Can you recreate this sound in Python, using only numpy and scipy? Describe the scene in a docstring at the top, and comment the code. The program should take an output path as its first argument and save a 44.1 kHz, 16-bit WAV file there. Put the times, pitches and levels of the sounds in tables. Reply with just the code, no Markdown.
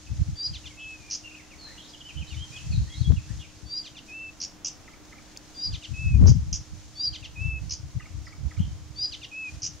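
"""Leaf hiss, a far murmur and light wind come first: shaped noise, with gust turbulence on two microphone ports.
Farther birds warble and cluck in frequency glides; a twig ticks in brief modes; a narrow hum lies far away.
A near warbler in a willow bush repeats a phrase: a two-voiced rising note, two harmonic down-slurs,
a low near-sinusoidal whistle, and one or two frequency-modulated rasps. Foliage scatters its voice.
The strongest gusts crackle on the left port and drive a limiter."""
import sys
import numpy as np
from scipy import signal
from scipy.fft import rfft, irfft, next_fast_len
from scipy.io import wavfile
from scipy.ndimage import uniform_filter1d, minimum_filter1d, map_coordinates

SR = 44100
rng = np.random.default_rng(int(sys.argv[2]) if len(sys.argv) > 2 else 0)


def pcm_store(signal):
    """Save signal as 16-bit PCM."""
    levels = np.round(np.clip(np.atleast_2d(signal), -1, 1) * 32767)
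    wavfile.write(sys.argv[1], SR, levels.astype(np.int16).T)


N = 432180  # samples


def amp(db):
    """Decibel definition: level to amplitude ratio."""
    return 10 ** (np.asarray(db) / 20)


def unit(x):
    """Normalisation to an rms of 1."""
    return x / np.sqrt(np.mean(x ** 2) + 1e-20)


def along(points, hz):
    """Interpolation of (f/Hz, value) points on a logarithmic frequency axis."""
    f, v = np.transpose(points)
    return np.interp(np.log(hz + 1), np.log(f), v)


def curves(rows, t):
    """Linear interpolation in time of each column after the first."""
    s, *columns = np.transpose(rows)
    return [np.interp(t, s, column) for column in columns]


def wobble(rate, size=N):
    """Band-limited random modulation: a smooth curve through `rate` random knots per second."""
    knots = rng.standard_normal(int(size * rate / SR) + 4)
    return map_coordinates(knots, [np.arange(size) * rate / SR])


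def phase(hz):
    """Phase in radians as the time integral of frequency."""
    return 2 * np.pi * np.cumsum(hz) / SR


def progress(length):
    """Normalised time, 0 to 1 over a note of `length` seconds."""
    return np.linspace(0, 1, max(int(length * SR), 16))


def taper(u, rise, fall):
    """Raised-cosine swell and fade, given as shares of the note."""
    nearest_end = np.minimum(u / rise, (1 - u) / fall)
    return np.sin(np.pi / 2 * np.clip(nearest_end, 0, 1)) ** 2


def add(track, s, x):
    """Superposition of x on the track from time s."""
    part = track[max(round(s * SR), 0):][:len(x)]
    part += x[:len(part)]


def filtered(x, response):
    """Linear filtering: the spectrum of x times a response of frequency."""
    size = next_fast_len(N + 8192)
    return irfft(rfft(x, size) * response(np.fft.rfftfreq(size, 1 / SR)), size)[..., :N]


def ports(spectrum):
    """Incoherent turbulence: two independent coloured noises, overall rms 1."""
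    return unit(filtered(rng.standard_normal((2, N)), lambda hz: amp(along(spectrum, hz))))


# Left-right correlation of diffuse sound: f/Hz, correlation [0-1]
CORRELATION = [(60, 0.31), (290, 0.55), (640, 0.56), (1400, 0.59), (3100, 0.49), (6800, 0.17), (15000, .05)]


def rush(spectrum):
    """Diffuse-field coherence: mid and side noise are weighted by frequency to set the left-right correlation."""
    def mid_side_weights(hz):
        angle = np.arccos(np.clip(along(CORRELATION, hz), -1, 1)) / 2
        return np.array([np.cos(angle), np.sin(angle)])
    mid, side = filtered(ports(spectrum), mid_side_weights)
    return unit(np.array([mid + side, mid - side]))


def scatter(x, t60s, width):
    """Multiple scattering by foliage: a stereo noise tail decays exponentially, at its own rate in each band."""
    hz, t, z = signal.stft(rng.standard_normal((2, SR // 2)), SR, nperseg=256)
    decay = amp(-60 * t / along(t60s, hz)[:, None])
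    mid, side = signal.istft(z * decay, SR, nperseg=256)[1]
    tail = np.array([mid + width * side, mid - width * side])
    return signal.fftconvolve(x[None], tail / np.linalg.norm(tail[0]), axes=1)[:, :N]


def branches(x, reach=0.022, count=30):
    """Early reflection: many weak copies off the nearest branches, as an impulse response of unit energy."""
    delay, size = rng.random(count), rng.standard_normal(count)
    delay_samples = ((.002 + reach * delay ** 2) * SR).astype(int)
    taps = np.bincount(delay_samples, size * amp(-8 * delay))
    return signal.fftconvolve(x, taps / np.linalg.norm(taps))[:N]


# Slow course of the background: t/s, murmur level/dB and leaf hiss level/dB, both before offsets
BACKGROUND_LEVELS = [(0.0, -62.5, -54.5), (1.34, -60, -56.5), (1.69, -57, -57), (2.16, -60.5, -55),
                     (2.59, -61, -52), (3.36, -62.5, -54.5), (3.98, -58.5, -58), (4.34, -58.5, -58),
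                     (4.56, -57, -58.5), (4.99, -57, -59.5), (5.54, -57.5, -56.5), (5.9, -62.5, -54.5),
                     (7.45, -59.5, -58.5), (7.94, -60, -57.5), (9.66, -60, -57), (9.8, -60.5, -58.5)]
# Spectrum of the far-off murmur: f/Hz, relative density/dB
MURMUR_SPECTRUM = [(20, 5), (60, 8.5), (150, 4.5), (290, 3), (420, -4), (700, -4), (1400, -9.5),
                   (3000, -14), (6000, -23.5), (15000, -28.5)]
# Spectrum of the leaf hiss: f/Hz, relative density/dB
LEAF_SPECTRUM = [(1000, -7.5), (3000, -5.5), (4500, -3), (5700, 0), (6700, 0.5), (8000, -10),
                 (10000, -16.5), (13000, -25), (15700, -45)]


def background(distance_db=6, leaves_db=2.0, hum_db=-60, hum_hz=306):
    """Superposed distant sources: diffuse low noise, level-modulated leaf hiss and a narrow-band hum."""
    low_db, leaf_db = curves(BACKGROUND_LEVELS, np.arange(N) / SR)
    far = amp(low_db + distance_db + 0.2 * wobble(4)) * rush(MURMUR_SPECTRUM)
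    leaves = amp(leaf_db + leaves_db + 1.2 * wobble(11) + 0.62 * wobble(120)) * rush(LEAF_SPECTRUM)
    hum_tone = unit(np.sin(phase(hum_hz + 1.98 * wobble(24))))
    hum = amp(hum_db + 1.05 * wobble(7.3)) * hum_tone
    return far + leaves + hum


def turbulence(spectrum):
    """Envelope equalisation: rumble of nearly even strength on each port, so that other factors shape it."""
    x = ports(spectrum)
    return x / np.sqrt(np.abs(uniform_filter1d(x ** 2, size=1800)) + .02)


# Light breeze between the gusts: t/s, level/dB before flutter and the wind offset
BREEZE_LEVELS = [(0.0, -53.5), (0.62, -47), (1.2, -61), (2.0, -60.5), (2.55, -47), (3.45, -49), (3.85, -63),
                 (5.55, -71), (6.9, -50.5), (8.9, -44), (9.25, -61), (9.7, -48.5)]
# Gusts on the ports: t/s of the peak, length/s, level/dB before the wind offset, left minus right/dB
GUST_EVENTS = [(0.148, 0.099, -27.5, 7), (0.215, 0.033, -18, -16), (0.3, 0.085, -28.5, 0),
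               (0.526, 0.08, -33.5, -1), (2.2, 0.08, -29.5, -8.5), (2.379, 0.12, -32, 5.5),
               (2.773, 0.18, -21.5, 2), (3.009, 0.073, -22.5, 9), (3.108, 0.074, -16, 14),
               (3.137, 0.17, -27.5, -2.5), (3.347, 0.13, -31.5, 23), (3.644, 0.071, -38.5, 21),
               (5.72, 0.1, -29.5, 1), (5.927, 0.063, -30, 14), (6.226, 0.33, -15, 4.5),
               (6.483, 0.23, -30, 1), (6.744, 0.13, -39, -9), (7.104, 0.054, -34.5, -6),
               (7.295, 0.04, -36.5, -13), (7.461, 0.15, -28.5, 15), (7.603, 0.27, -32.5, -11),
               (7.852, 0.062, -34.5, 4), (7.963, 0.048, -29.5, 11), (8.172, 0.116, -32.5, 12),
               (8.447, 0.085, -26, -13), (8.625, 0.085, -20, -1), (8.725, 0.077, -32.5, 1),
               (9.554, 0.055, -33.5, -8)]
GUST_EDGE_DB, GUST_CURVE = 10, 2.15  # drop in dB at half a length from the peak; exponent of the drop


def wind_power(flutter_db=4):
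    """Addition of incoherent powers: a fluttering breeze plus gusts that swell and die away, panned by level."""
    t = np.arange(N) / SR
    breeze_db, = curves(BREEZE_LEVELS, t)
    power = amp(breeze_db + flutter_db * np.array([wobble(16), wobble(14)])) ** 2
    for s, length, db, pan_db in GUST_EVENTS:
        span = slice(max(int((s - 2 * length) * SR), 0), int((s + 2 * length) * SR))
        from_peak = np.abs(2 * (t[span] - s) / length)
        swell = amp(db - GUST_EDGE_DB * from_peak ** GUST_CURVE) ** 2
        left = 1 / (1 + amp(-2 * pan_db))  # share of the power
        power[:, span] += 2 * np.outer([left, 1 - left], swell)
    return power


# Spectrum of the gust rumble: f/Hz, relative density/dB
BUFFET_SPECTRUM = [(20, -20), (45, 1.5), (70, 8), (95, 2.5), (130, -1), (170, -9), (215, -19), (280, -37.5),
                   (400, -53.5), (700, -74)]
# Spectrum of the sharper turbulence: f/Hz, relative density/dB
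EDDY_SPECTRUM = [(25, -32), (60, -2), (100, 4.5), (170, -5.5), (250, -16.5), (500, -44), (1500, -58),
                 (5000, -82)]
# Sharp eddies, mostly on the left port: t/s of the peak, length/s, level/dB before the port's low cut
EDDY_EVENTS = [(3.125, 0.01, -14), (6.23, 0.024, -8), (6.278, 0.037, -8)]


def wind(level_db=1.75, hiss_db=-10, low_cut_hz=56):
    """Turbulent pressure at each port: independent noise in thumps, with more high-frequency energy in hard gusts."""
    t = np.arange(N) / SR
    power = wind_power()
    db = 10 * np.log10(power.mean(axis=0))
    force = amp(level_db) * np.sqrt(power)
    lumps = amp(4.5 * np.array([wobble(55), wobble(55)]))
    thumps = lumps / np.sqrt(uniform_filter1d(lumps ** 2, size=5000))
    hiss = amp(hiss_db + 0.71 * (db + 17)) * ports(EDDY_SPECTRUM)
    gusts = force * thumps * (turbulence(BUFFET_SPECTRUM) + hiss)
    burst = np.zeros(N)
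    for s, length, level in EDDY_EVENTS:
        burst += amp(level - 3.2 * np.minimum(((t - s) / length) ** 2, 30))
    eddies = burst * turbulence(EDDY_SPECTRUM) * amp([[0], [-18]])  # left, right
    # the small microphones lose the deepest bass
    return filtered(gusts + eddies, lambda hz: 1 / np.sqrt(1 + (low_cut_hz / (hz + 1)) ** 6))


# Crackles of the overloaded left port: t/s, level/dB before the pulse shape
CRACKLE_EVENTS = [(3.121, -18.5), (6.215, -19), (6.239, -16), (6.26, -7.5), (6.283, -11)]


def crackles(decay=0.00072):
    """Overload transient: at the height of a gust the left microphone bottoms out in short, dull snaps."""
    out, t = np.zeros(N), np.arange(SR // 100) / SR
    pulse = (1 - t / decay) * np.exp(-t / decay) * (1 - np.exp(-t / .0001))
    for s, db in CRACKLE_EVENTS:
        add(out, s, amp(db) * pulse)
    return out * amp([[0], [-20]])  # left, right


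# Twig ticks: t/s, level/dB before the modes are summed, central ring f/Hz
TICK_EVENTS = [(5.054, -39, 5770), (5.363, -32.5, 3000), (5.373, -22, 5770)]


def ticks(t60=0.012):
    """Modal superposition: a dry twig snaps in a few rapidly decaying modes with a faint noise crack."""
    out, t = np.zeros(N), np.arange(SR // 20) / SR
    attack = 1 - np.exp(-t / .0002)
    for s, db, hz in TICK_EVENTS:
        ring = np.zeros(len(t))
        for ratio in (.8, .9, 1.08, 1.19):
            ring += np.sin(2 * np.pi * hz * ratio * t + 2 * np.pi * rng.random()) / 3
        crack = .08 * rng.standard_normal(len(t))
        add(out, s, amp(db - 60 * t / t60) * attack * (ring + crack))
    return out


def glide(length, first_hz, last_hz, rough):
    """Frequency modulation: a gliding note of rms 1, whose pitch shakes into a buzz when rough."""
    u = progress(length)
    shake = .008 * wobble(120, len(u)) + .06 * rough * wobble(900, len(u))
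    hz = (first_hz + (last_hz - first_hz) * u) * (1 + shake)
    return unit(np.sin(phase(hz)) * taper(u, .2, .15))


# Double clucks of a distant bird: t/s, level/dB before the mix
CLUCK_EVENTS = [(4.877, -52), (5.124, -51.5), (7.998, -50), (8.267, -50.5), (8.509, -52.5)]
CLUCK_GAP_S, CLUCK_STEP, CLUCK_STEP_DB = 0.057, 1.12, -4.5  # second cluck: delay, pitch ratio, level step


def clucks(length_s=0.0109, first_hz=2150, last_hz=1900, low_hz=1280, low_db=-7, low_lag_s=0.0073):
    """Random frequency modulation: a short hoarse chip and a lower, weaker one; each pair's second chip is higher."""
    out = np.zeros(N)
    rough = 0.9
    for s, db in CLUCK_EVENTS:
        pair = [(s, 1, db), (s + CLUCK_GAP_S, CLUCK_STEP, db + CLUCK_STEP_DB)]
        for start, ratio, level in pair:
            add(out, start, amp(level) * glide(length_s, ratio * first_hz, ratio * last_hz, rough))
            add(out, start + low_lag_s, amp(level + low_db) * glide(length_s, low_hz, low_hz, rough))
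    return out


# Gliding notes of the farther birds, clean or buzzing:
# t/s, length/s, first f/Hz, last f/Hz, level/dB before the mix, roughness [ratio]
WARBLE_NOTES = [(0.062, 0.02, 2680, 2550, -55.5, 0.6), (0.692, 0.04, 2325, 2100, -57.5, 0.3),
                (0.784, 0.069, 3070, 3250, -53.5, 1.02), (0.977, 0.15, 2477, 2342, -58, 0.37),
                (1.234, 0.06, 2820, 2680, -45.5, 0.3), (1.576, 0.13, 4455, 3950, -50, 0.22),
                (1.653, 0.093, 1595, 2024, -55.5, 1.05), (1.77, 0.049, 2860, 3330, -51.5, 0.8),
                (1.811, 0.06, 3360, 3900, -54.5, 1.1), (1.88, 0.036, 5100, 4830, -56, 0.8),
                (2.045, 0.046, 2980, 3100, -47.5, 0.1), (2.165, 0.039, 3023, 3094, -44.5, 0.25),
                (2.27, 0.036, 3700, 4450, -53.5, 1), (2.31, 0.046, 3690, 3530, -54, 0.45),
                (2.356, 0.1, 3024, 3275, -47, 0.1), (2.51, 0.11, 2380, 2714, -50.5, 0.47),
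                (2.709, 0.057, 4560, 3670, -46.5, 0.58), (2.865, 0.098, 1830, 2235, -58, 0.4),
                (2.89, 0.068, 3230, 3350, -54, 0.23), (2.928, 0.086, 3580, 4550, -50.5, 0.4),
                (3.037, 0.05, 3340, 3300, -49, 0.1), (3.276, 0.044, 1560, 1990, -58.5, 0.8),
                (3.384, 0.076, 3660, 2140, -53.5, 1.2), (8.248, 0.047, 5200, 4750, -58.5, 1),
                (8.579, 0.082, 3010, 3130, -54.5, 0.8)]
# Falling chips of the farther birds: t/s, length/s, starting f/Hz, level/dB before the mix
CHIP_NOTES = [(1.38, 0.039, 2510, -55), (1.498, 0.058, 2870, -55.5), (1.933, 0.02, 3380, -49),
              (2.003, 0.017, 3350, -47.5), (2.084, 0.031, 2925, -48.5), (2.207, 0.029, 2880, -49.5),
              (2.292, 0.058, 3310, -52), (2.558, 0.024, 3440, -46.5), (2.715, 0.019, 2780, -50),
              (3.01, 0.036, 4360, -51.5), (3.161, 0.03, 2970, -50.5), (8, 0.034, 3050, -57)]
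# A short run of upward pips: t/s, level/dB before the mix
PIP_NOTES = [(1.308, -52), (1.344, -46.5), (1.373, -53)]
CHIP_FALL_OCT_PER_S, CHIP_ROUGH = 11, 0.38  # the fall sets each chip's last pitch; pips share the roughness


def warble(pip_s=0.0115, pip_first_hz=2350, pip_last_hz=2750):
    """Linear frequency sweeps: farther birds mix clean or buzzing glides, falling chips and a few upward pips."""
    out = np.zeros(N)
    for s, length, first_hz, last_hz, db, rough in WARBLE_NOTES:
        add(out, s, amp(db) * glide(length, first_hz, last_hz, rough))
    for s, length, hz, db in CHIP_NOTES:
        last_hz = hz * 2 ** (-CHIP_FALL_OCT_PER_S * length)
        add(out, s, amp(db) * glide(length, hz, last_hz, CHIP_ROUGH))
    for s, db in PIP_NOTES:
        add(out, s, amp(db) * glide(pip_s, pip_first_hz, pip_last_hz, CHIP_ROUGH))
    return out


# Rasps: t/s, length/s, sweep cycles per s, centre f/Hz, level/dB before beak and mix, opening sweep/dB
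RASP_NOTES = [(1.099, 0.073, 98, 5580, -35, -11), (4.401, 0.063, 90, 5420, -36.5, -6.5),
              (4.646, 0.05, 88, 6025, -33.5, 2.5), (6.265, 0.047, 142, 5830, -34.5, -9),
              (6.527, 0.047, 100, 6030, -33, 4), (7.694, 0.057, 85, 5455, -35.5, -9),
              (9.619, 0.069, 92, 5820.0, -34.5, -6)]
# Response of the open beak in a rasp: f/Hz, gain/dB
BEAK_RESPONSE = [(1500, -14.5), (2500, -4), (4000, -3.5), (5200, 2.5), (6400, 1.5), (7100, -8.5),
                 (8000, -6), (10000, -26)]


def rasps(swing_hz=1080, climb_hz=750, jitter_hz=380, sub_db=-16, pulse_db=10.5, air_db=-15):
    """Joint frequency and amplitude modulation: a tone sweeps and pulses, with a weak sub-octave and rushing air."""
    out = np.zeros(N)
    for s, length, rate, centre_hz, db, opening_db in RASP_NOTES:
        u = progress(length)
        turn = phase(rate * (1 + 0.1166 * wobble(87.6, len(u))))
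        settled = np.clip(turn / np.pi - 1, 0, 1)  # clean for half a cycle, then increasingly rough
        jitter = jitter_hz * settled * wobble(1521, len(u))
        hz = centre_hz + swing_hz * np.cos(turn) + climb_hz * (u - .5) + jitter
        pulse = amp(pulse_db * np.sin(turn + 0.32) + opening_db * (1 - settled)) * taper(u, 0.021, 0.31)
        air = amp(air_db) * settled * wobble(4000, len(u)) * np.sin(phase(0.52 * hz))
        tone = np.sin(phase(hz)) + amp(sub_db) * np.sin(phase(hz) / 2)
        add(out, s, amp(db) * unit(pulse * (tone + air)))
    return filtered(out, lambda hz: amp(along(BEAK_RESPONSE, hz)))


# Low whistles: t/s, length/s, base f/Hz, opening dip/Hz, closing sag/Hz, level/dB before envelope and mix,
# closing fade/dB
WHISTLE_NOTES = [(0.766, 0.21, 2616, 12, 95, -40.5, 7), (4.076, 0.24, 2667, 190, 76, -40, 5),
                 (5.93, 0.26, 2617, 45, 235, -37.5, 20), (7.351, 0.25, 2641, 140, 77, -36.5, 4),
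                 (9.309, 0.2, 2630, 120, 253, -35, 4.5)]
SCOOP_AT_S, SCOOP_WIDTH_S = 0.0245, 0.0314  # centre and width of the opening dip in pitch
SAG_CURVE = 3.54  # exponent: the sag and the fade come late in the note


def whistles(octave_db=-33, onset_db=14, onset_s=0.037, waver=0.0058):
    """Near-sinusoidal tone: a wavering fundamental with a faint octave dips and recovers, holds, then sags and fades."""
    out = np.zeros(N)
    for s, length, pitch_hz, scoop_hz, sag_hz, db, fade_db in WHISTLE_NOTES:
        u = progress(length)
        t, late = u * length, u ** SAG_CURVE
        scoop = scoop_hz * np.exp(-((t - SCOOP_AT_S) / SCOOP_WIDTH_S) ** 2)
        hz = pitch_hz - scoop - sag_hz * late
        level = db - onset_db * np.exp(-t / onset_s) - fade_db * late
        gain = np.sqrt(2) * amp(level) * taper(u, 0.058, 0.12)
        tone = phase(hz * (1 + waver * wobble(72.5, len(u))))
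        add(out, s, gain * (np.sin(tone) + amp(octave_db) * np.sin(2 * tone)))
    return out


# Pairs of down-slurs: t/s of the first, t/s of the second, length/s, reference f/Hz, level/dB before step and mix
SLUR_NOTES = [(0.527, 0.638, 0.044, 1750, -43), (3.832, 3.944, 0.05, 1810, -46),
              (5.716, 5.816, 0.044, 1876, -41.5), (7.126, 7.223, 0.039, 1730, -41.5),
              (9.112, 9.213, 0.041, 1772, -40)]
# The two slurs of a pair: start over the reference pitch [ratio], last f/Hz, level step/dB,
# share of the note at which the upper harmonics are fully open [0-1]
SLUR_SHAPES = [(0.98, 960, -0.5, 0.26), (0.84, 890, -3, 0.5)]
# Response of the throat: f/Hz, gain/dB
THROAT_RESPONSE = [(900, -49), (1800, -12), (2500, 1), (3300, 1), (4300, 1.5), (5200, -4), (6400, -4),
                   (7500, -34), (10000, -36.5)]


def slurs(third_db=8, closed_db=20, rough=0.19):
    """Source-filter principle: falling harmonic stacks pass the throat; the upper harmonics, led by the third, open."""
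    out = np.zeros(N)
    for first_s, second_s, length, pitch_hz, db in SLUR_NOTES:
        u = progress(length)
        for s, (ratio, last_hz, step_db, opening) in zip((first_s, second_s), SLUR_SHAPES):
            waver = 1 + .005 * wobble(600, len(u))
            hz = (ratio * pitch_hz * (1 - u) + last_hz * u) * waver
            closed = np.clip((opening - u) / 0.22, 0, 1)
            stack = np.zeros(len(u))
            for k in range(1, 7):
                lift_db = (k == 3) * third_db - (k > 2) * closed_db * closed
                stack += amp(along(THROAT_RESPONSE, k * hz) + lift_db) * np.sin(k * phase(hz))
            shape = taper(u, 0.096, 0.021) * (1 + rough * wobble(347, len(u)))
            add(out, s, amp(db + step_db) * unit(stack * shape))
    return out


# Rising notes: t/s of the crest, climb/s, drop/s, base f/Hz, height of the climb/Hz, level/dB before envelope and mix
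RISING_NOTES = [(0.463, 0.11, 0.022, 4750, 140, -29), (3.785, 0.13, 0.025, 4730, 206, -31.5),
                (5.654, 0.11, 0.033, 4770, 10, -29.5), (7.052, 0.1, 0.041, 4750, 320, -27),
                (9.044, 0.087, 0.025, 4805, 330, -26)]
SWELL_DB, SWELL_CURVE = 26, 1.7  # the voice grows as it climbs, levelling off at the crest
DROP_HZ, DROP_DB = 240, 1  # lost after the crest
KICK_HZ, KICK_S = 155.3, 0.034  # the pitch arches above the base pitch around the crest


def rising_notes(low_first_hz=3330, low_last_hz=4250, lower_db=-22, upper_db=-21, outer_db=-36):
    """Nonlinear two-source mixing: both sides of the syrinx sing and converge, with combination tones around."""
    out = np.zeros(N)
    for crest, climb_s, drop_s, held_hz, climb_hz, db in RISING_NOTES:
        u = progress(climb_s + drop_s)
        t = u * (climb_s + drop_s) - climb_s
        before, after = np.maximum(-t / climb_s, 0), np.maximum(t / drop_s, 0)
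        kick = KICK_HZ * np.exp(-(t / KICK_S) ** 2)
        hz = held_hz - climb_hz * before ** 2 - DROP_HZ * after + kick
        level = db - SWELL_DB * before ** SWELL_CURVE - DROP_DB * after
        gain = np.sqrt(2) * amp(level) * taper(u, 0.035, 0.11)
        high_waver, low_waver = 1 + .0025 * wobble(200, len(u)), 1 + .007 * wobble(300, len(u))
        high = phase(hz * high_waver)
        low = phase((low_first_hz + (low_last_hz - low_first_hz) * u) * low_waver)
        # relative to the main voice, the lower one is strongest at both ends of the note
        ends_db = 48 * (u - .58) ** 2
        lower = amp(lower_db + ends_db) * np.sin(low)
        upper = amp(upper_db) * np.sin(2 * high - low)
        outer = amp(outer_db) * (np.sin(3 * high - 2 * low) + np.sin(2 * low - high))
        flutter = 1 + .3 * wobble(150, len(u))
        add(out, crest - climb_s, gain * (np.sin(high) + flutter * (lower + upper + outer)))
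    return out


# Decay of the scattered sound in the bush: f/Hz, T60/s
BUSH_DECAY = [(500, .2), (3000, 0.31), (6000, 0.25), (12000, 0.033)]
# Decay of the scattered sound in the open field: f/Hz, T60/s
FIELD_DECAY = [(500, 0.27), (3000, 0.47), (8000, 1)]


def scene():
    """Superposition of direct and scattered sound: background, wind, field birds and the near singer in its bush."""
    rising, whistled = amp(0.5) * rising_notes(), amp(0.1) * whistles()
    slurred, rasped = amp(-0.3) * slurs(), amp(-2.5) * rasps()
    direct = rising + whistled + slurred + rasped
    early = amp(-11) * branches(rising) + amp(-3.5) * branches(slurred) + amp(-0.5) * branches(rasped)
    # the low whistle passes the leaves almost unscattered
    leak = amp(-17) * whistled
    bush_send = amp(-11) * rising + leak + amp(-10.0) * slurred + amp(-7) * rasped
    bush = scatter(bush_send, BUSH_DECAY, width=0.54)
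    distant, clucking = amp(-2.0) * warble(), amp(3.5) * clucks()
    field_send = amp(2.5) * distant + amp(-2) * clucking
    field = amp(-1) * branches(distant) + scatter(field_send, FIELD_DECAY, width=0.56)
    singer = direct + early + bush
    far_birds = distant + clucking + field
    return singer + far_birds + ticks() + wind() + crackles() + background()


TOP_HZ = 15740  # upper band limit


def record(dry, ceiling=0.578, overshoot=1.3):
    """Peak limiting: gain falls in loud passages, what still exceeds the ceiling clips, then the band is limited."""
    needed = np.minimum(1, ceiling * overshoot / (np.abs(dry) + 1e-9))
    gain = uniform_filter1d(minimum_filter1d(needed, size=500), size=500)
    clipped = np.clip(dry * gain, -ceiling, ceiling)
    return filtered(clipped, lambda hz: hz < TOP_HZ)


dry = scene()
out = record(dry)
pcm_store(out)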